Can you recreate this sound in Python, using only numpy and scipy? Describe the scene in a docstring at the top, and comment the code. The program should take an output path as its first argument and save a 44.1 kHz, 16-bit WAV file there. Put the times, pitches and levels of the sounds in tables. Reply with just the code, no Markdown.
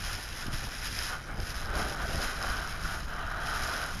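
"""Sand, driven over an open dune by gusty wind, patters on a small camera just above the ground.
Countless fine grains colour the housing into a hiss, coarse ones ring it and a few heavy ones tick.
The air rushes through the hollows of the housing, roars in the strongest gust and buffets the
microphone. Further off, drifting sand hisses on through the lulls."""
import sys
import numpy as np
from scipy import signal
from scipy.fft import rfft, irfft, next_fast_len
from scipy.io import wavfile
from scipy.ndimage import uniform_filter1d, map_coordinates

SR = 44100
rng = np.random.default_rng(int(sys.argv[2]) if len(sys.argv) > 2 else 0)


def waveform_to_disk(signal):
    """Save audio, clipped to [-1, 1], as 16-bit WAV at the path in sys.argv[1]."""
    frames = np.transpose(np.atleast_2d(signal))
    scaled = np.clip(frames, -1, 1) * 32767
    samples = np.round(scaled).astype(np.int16)
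    wavfile.write(sys.argv[1], SR, samples)


N = 176400

# tone of the housing when sand strikes it: f/Hz, level/dB
HOUSING_TONE = [(100, -13), (400, -23), (900, -7.5), (1300, -4), (1750, 2.5), (2200, -3), (2550, -2),
                (2780, -6), (3080, -3), (3550, -6), (3950, -3), (4450, -9), (5050, -0.5), (5400, -4.5),
                (5900, -8), (6900, -6.5), (7500, -16), (8600, -14), (9400, -15), (10000, -8.5), (11000, -9),
                (12400, -17), (13500, -19), (14400, -22.5)]
# housing modes that the larger grains ring: f/Hz, level/dB, t60/s
HOUSING_MODES = [(5210, 2, 0.0043), (10900, -4.5, 0.0017), (6340, -9.5, 0.0052), (3060, -6.5, 0.0033)]


def amp(db):
    """Decibels to gain."""
    return 10 ** (np.asarray(db) / 20)


def unit(x):
    """Scale to rms 1."""
    return x / np.sqrt(np.mean(x ** 2) + 1e-20)


def along(points, hz):
    """Read (f/Hz, value) points on a log frequency axis."""
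    f, v = np.transpose(points)
    return np.interp(np.log(hz + 1), np.log(f + 1), v)


def curve(rows):
    """An envelope through (t/s, value) rows."""
    return np.interp(np.arange(N) / SR, *np.transpose(rows))


def wobble(rate):
    """A smooth random curve, rate knots a second."""
    return map_coordinates(rng.standard_normal(int(N * rate / SR) + 4), [np.arange(N) * rate / SR])


def filtered(x, response):
    """Filter x with a complex frequency response."""
    size = next_fast_len(N + SR // 2)
    return irfft(rfft(x, size) * response(np.fft.rfftfreq(size, 1 / SR)), size)[:N]


def patchy_noise(patchy_db):
    """White noise whose level flickers in patches of time and frequency."""
    spectra = signal.stft(rng.standard_normal(N), nperseg=512)[2]
    patches = uniform_filter1d(rng.standard_normal(spectra.shape), size=4, axis=0)
    patches = uniform_filter1d(patches, size=12, axis=1)
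    return signal.istft(spectra * amp(patchy_db * unit(patches)), nperseg=512)[1][:N]


def coloured(spectrum, patchy_db):
    """Patchy noise of rms 1 with the given spectrum."""
    return unit(filtered(patchy_noise(patchy_db), lambda hz: amp(along(spectrum, hz))))


def impulse(spectrum, size=2048):
    """A minimum-phase click with the given spectrum."""
    cepstrum = irfft(np.log(amp(along(spectrum, np.fft.rfftfreq(size, 1 / SR)))))
    cepstrum[1:size // 2] *= 2
    cepstrum[size // 2 + 1:] = 0
    return irfft(np.exp(rfft(cepstrum)))


def impacts(density, per_s, spread_db):
    """Random hits of scattered size, made softer where they fall denser to even out the power."""
    sizes = amp(spread_db * np.minimum(rng.standard_normal(N), 2.6)) * rng.choice([-1, 1], N)
    return sizes * (rng.random(N) < per_s / SR * density) / np.sqrt(density)


def sand():
    """Fine grains patter on the housing, coarse ones ring it; more flow brings more and harder hits."""
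    # sand arriving at the housing: t/s, level/dB
    sand_flow = [(0, -50.5), (.07, -46.5), (.29, -50.5), (.39, -49.5), (.45, -50), (.5, -58), (.535, -46.5),
                 (.7, -51), (.81, -49), (.87, -44.5), (.91, -48.5), (.99, -44), (1.11, -48), (1.16, -53.5),
                 (1.23, -62), (1.375, -61), (1.41, -53), (1.52, -50), (1.6, -50.5), (1.72, -59),
                 (1.79, -45), (1.93, -50.5), (1.98, -57), (2.02, -51.5), (2.23, -44.5), (2.38, -50.5),
                 (2.5, -48), (2.63, -53.5), (2.72, -50.5), (2.77, -55.5), (2.86, -48), (2.96, -51),
                 (3.07, -58.5), (3.38, -58.5), (3.47, -47.5), (3.64, -46.5), (4, -51.5)]
    flow_db = curve(sand_flow)
    swell = amp(flow_db - flow_db.mean() + wobble(45))
    density = swell ** 1.2  # 60 % of a swell in dB comes from more grains
    fine_hits = impacts(density, per_s=12000, spread_db=7)
    fine = unit(signal.fftconvolve(fine_hits, impulse(HOUSING_TONE))[:N])
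    coarse_hits = impacts(np.sqrt(density), per_s=220, spread_db=3)
    t = np.arange(SR // 50) / SR
    coarse = np.zeros(N)
    for hz, db, t60 in HOUSING_MODES:
        ring = np.sin(2 * np.pi * hz * t) * amp(-60 * t / t60) * (1 - np.exp(-t / 0.00026))
        spot = np.cos(2 * np.pi * rng.random(N))  # each spot on the housing excites the mode differently
        coarse += amp(db) * unit(signal.fftconvolve(coarse_hits * spot, ring)[:N])
    return amp(flow_db.mean() + 6.5) * swell * (fine + amp(-7) * unit(coarse))


def distant_drift():
    """Sand drifting further off across the dune lays a soft bed of hiss under the lulls."""
    # tone of the far hiss: f/Hz, level/dB
    hiss_tone = [(300, -0.5), (1500, 3.5), (2500, 4), (4000, -2.5), (7000, -8), (11000, -14), (14400, -12)]
    return amp(-53 + wobble(4.7)) * coloured(hiss_tone, patchy_db=5.5)


def hollow(centre_hz, width_hz):
    """Air rings in one hollow: a steep-sided band of noise at rms 1."""
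    band = lambda f: (1j * f * width_hz / (centre_hz ** 2 - f * f + 1j * f * width_hz)) ** 2
    return unit(filtered(patchy_noise(patchy_db=1.0), band))


def wind():
    """Air rushes over the housing and sounds its hollows; the lowest come forward in the gusts."""
    # air flowing over the housing: t/s, level/dB
    airflow = [(0, -46), (.08, -40), (.18, -44.5), (.31, -48), (.46, -41.5), (.5, -41), (.53, -43),
               (.72, -45.5), (.87, -46.5), (.92, -52), (1, -39.5), (1.05, -43.5), (1.14, -33),
               (1.23, -50.5), (1.29, -40), (1.37, -46), (1.6, -39.5), (1.71, -37.5), (1.82, -32),
               (1.92, -41.5), (2, -34.5), (2.1, -41.5), (2.27, -34.5), (2.38, -40.5), (2.44, -32.5),
               (2.52, -33.5), (2.79, -40.5), (2.91, -35.5), (2.98, -38), (3.05, -47), (3.11, -37),
               (3.42, -34), (3.83, -34), (3.91, -38.5), (4, -49.5)]
    # hollows of the housing: f/Hz, width/Hz, level/dB, growth/(dB per dB of airflow)
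    cavities = [(698, 223, -9.5, 1.24), (1235, 220, -5.5, 1.14), (1471, 285, -0.5, 0.94),
                (1865, 340, -15.5, 1.15), (3070, 540, -14.5, 1), (3955, 340, -19, 1.17)]
    # tone of the broad rush: f/Hz, level/dB
    rush_tone = [(200, -4.5), (600, -5), (1000, 1), (1600, -1), (2200, -12), (3500, -26), (6000, -23),
                 (8000, -72), (11000, -71), (14500, -34)]
    nominal_db = -38
    gust_db = curve(airflow) - nominal_db + 0.87 * wobble(90)
    hollows = sum(amp(db + growth * gust_db) * hollow(hz, width) for hz, width, db, growth in cavities)
    rush = amp(gust_db - 8.5) * coloured(rush_tone, patchy_db=0.45)
    return amp(nominal_db) * (amp(-4.5) * hollows + rush)


def roar():
    """Turbulence adds a low, fluttering roar that peaks in the strongest gust."""
    # strength of the turbulence: t/s, level/dB
    turbulence = [(0, -59), (.16, -47.5), (.25, -52.5), (1.16, -52.5), (1.24, -53.5), (1.4, -42),
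                  (1.5, -55.5), (1.65, -48), (1.8, -34), (1.92, -43.5), (2.22, -38.5), (2.36, -48),
                  (2.45, -44), (2.78, -57), (3.01, -51), (3.3, -56), (3.76, -45), (4, -54)]
    # tone of the roar: f/Hz, level/dB
    roar_tone = [(60, -7), (160, -3.5), (300, -3), (480, -3.5), (800, -1.5), (1200, -21.5), (2500, -16),
                 (6000, -57)]
    return amp(curve(turbulence) - 2 + 2.24 * wobble(90)) * coloured(roar_tone, patchy_db=0.9)


def buffet():
    """Lumpy pressure rumbles at the microphone, with a sharp suction when an eddy passes."""
    # wind pressing on the microphone: t/s, level/dB
    buffeting = [(0, -39), (.07, -35), (.25, -42.5), (.42, -37), (.53, -32.5), (.7, -42.5), (.9, -40.5),
                 (1.01, -38), (1.17, -38.5), (1.24, -41.5), (1.45, -37.5), (1.6, -38), (1.8, -31),
                 (1.93, -40), (2.02, -33), (2.23, -36), (2.31, -41), (2.42, -35.5), (2.85, -37), (3.3, -38),
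                 (3.5, -35), (3.88, -39), (4, -34.5)]
    # tone of the rumble: f/Hz, level/dB
    rumble_tone = [(6, -9.5), (16, 2), (45, 0), (70, -5), (110, -10), (170, -14), (280, -23), (600, -39),
                   (2000, -80)]
    # eddies that thump the microphone: t/s, peak level/dB, half length/s
    eddies = [(0.462, -35, 0.0011), (0.484, -23, .0011), (1.3465, -30, .0019), (1.435, -26, 0.0028),
              (1.517, -40, .003), (1.644, -30, 0.0024)]
    lumps = amp(1.8 * wobble(22.07))
    rumble = unit(lumps * coloured(rumble_tone, patchy_db=0.5))
    pressure = amp(curve(buffeting) - 0.5) * rumble
    for centre_s, db, half_s in eddies:
        u = (np.arange(N) / SR - centre_s) / half_s
        pressure -= amp(db) * (1 - .5 * u ** 2) * np.exp(-.5 * u ** 2)
    return pressure


def heavy_grains():
    """A large grain cracks on the housing and rings its modes, each time in a slightly different mix."""
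    # heavy grains landing: t/s, peak level/dB
    landings = [(.0413, -27), (.0492, -26.5), (.2902, -30.5), (.4663, -29), (.5376, -29), (.7502, -32),
                (.9897, -19), (1.0675, -26), (1.4023, -27.5), (1.4322, -33), (1.5045, -31), (1.6161, -29),
                (1.756, -28), (1.818, -27.5), (1.8986, -29.5), (2.1318, -26.5), (2.158, -25), (2.2179, -24),
                (2.2292, -26), (2.4272, -23.5), (2.5011, -27.5), (2.5692, -27.5), (2.6753, -30.5),
                (2.726, -31.5), (2.8365, -29.5), (3.0051, -32.5), (3.84, -26)]
    scatter_db, detune, crack_gain = 0.5, 0.017, .55
    crack = impulse(HOUSING_TONE)
    t = np.arange(len(crack)) / SR
    out = np.zeros(N + len(t))
    for start_s, peak_db in landings:
        ring = np.zeros(len(t))
        for hz, db, t60 in HOUSING_MODES:
            decay = amp(db + scatter_db * rng.standard_normal() - 60 * t / t60)
            pitch_hz = hz * (1 + detune * rng.standard_normal())
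            ring += decay * np.sin(2 * np.pi * pitch_hz * t)
        ring *= 1 - np.exp(-t / 0.0002)  # attack
        tick = ring / np.abs(ring).max() + crack_gain * crack / np.abs(crack).max()
        out[round(start_s * SR):][:len(t)] += amp(peak_db) * tick / np.abs(tick).max()
    return out[:N]


def scene():
    """Sand and wind at one microphone."""
    return (sand() + heavy_grains() + distant_drift() + wind() + roar() + buffet())[None]


def record(dry):
    """The microphone port notches the treble, and the camera keeps nothing above its band limit."""
    # notches of the port: f/Hz, width/Hz, depth (0-1)
    port_notches = [(7950, 1050, .94), (13400, 800, .78)]
    top_hz = 14480

    def response(f):
        notches = [1 - depth * 1j * f * width / (hz * hz - f * f + 1j * f * width)
                   for hz, width, depth in port_notches]
        return np.prod(notches, axis=0) * (f < top_hz)

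    return filtered(dry[0], response)[None]


dry = scene()
out = record(dry)
waveform_to_disk(out)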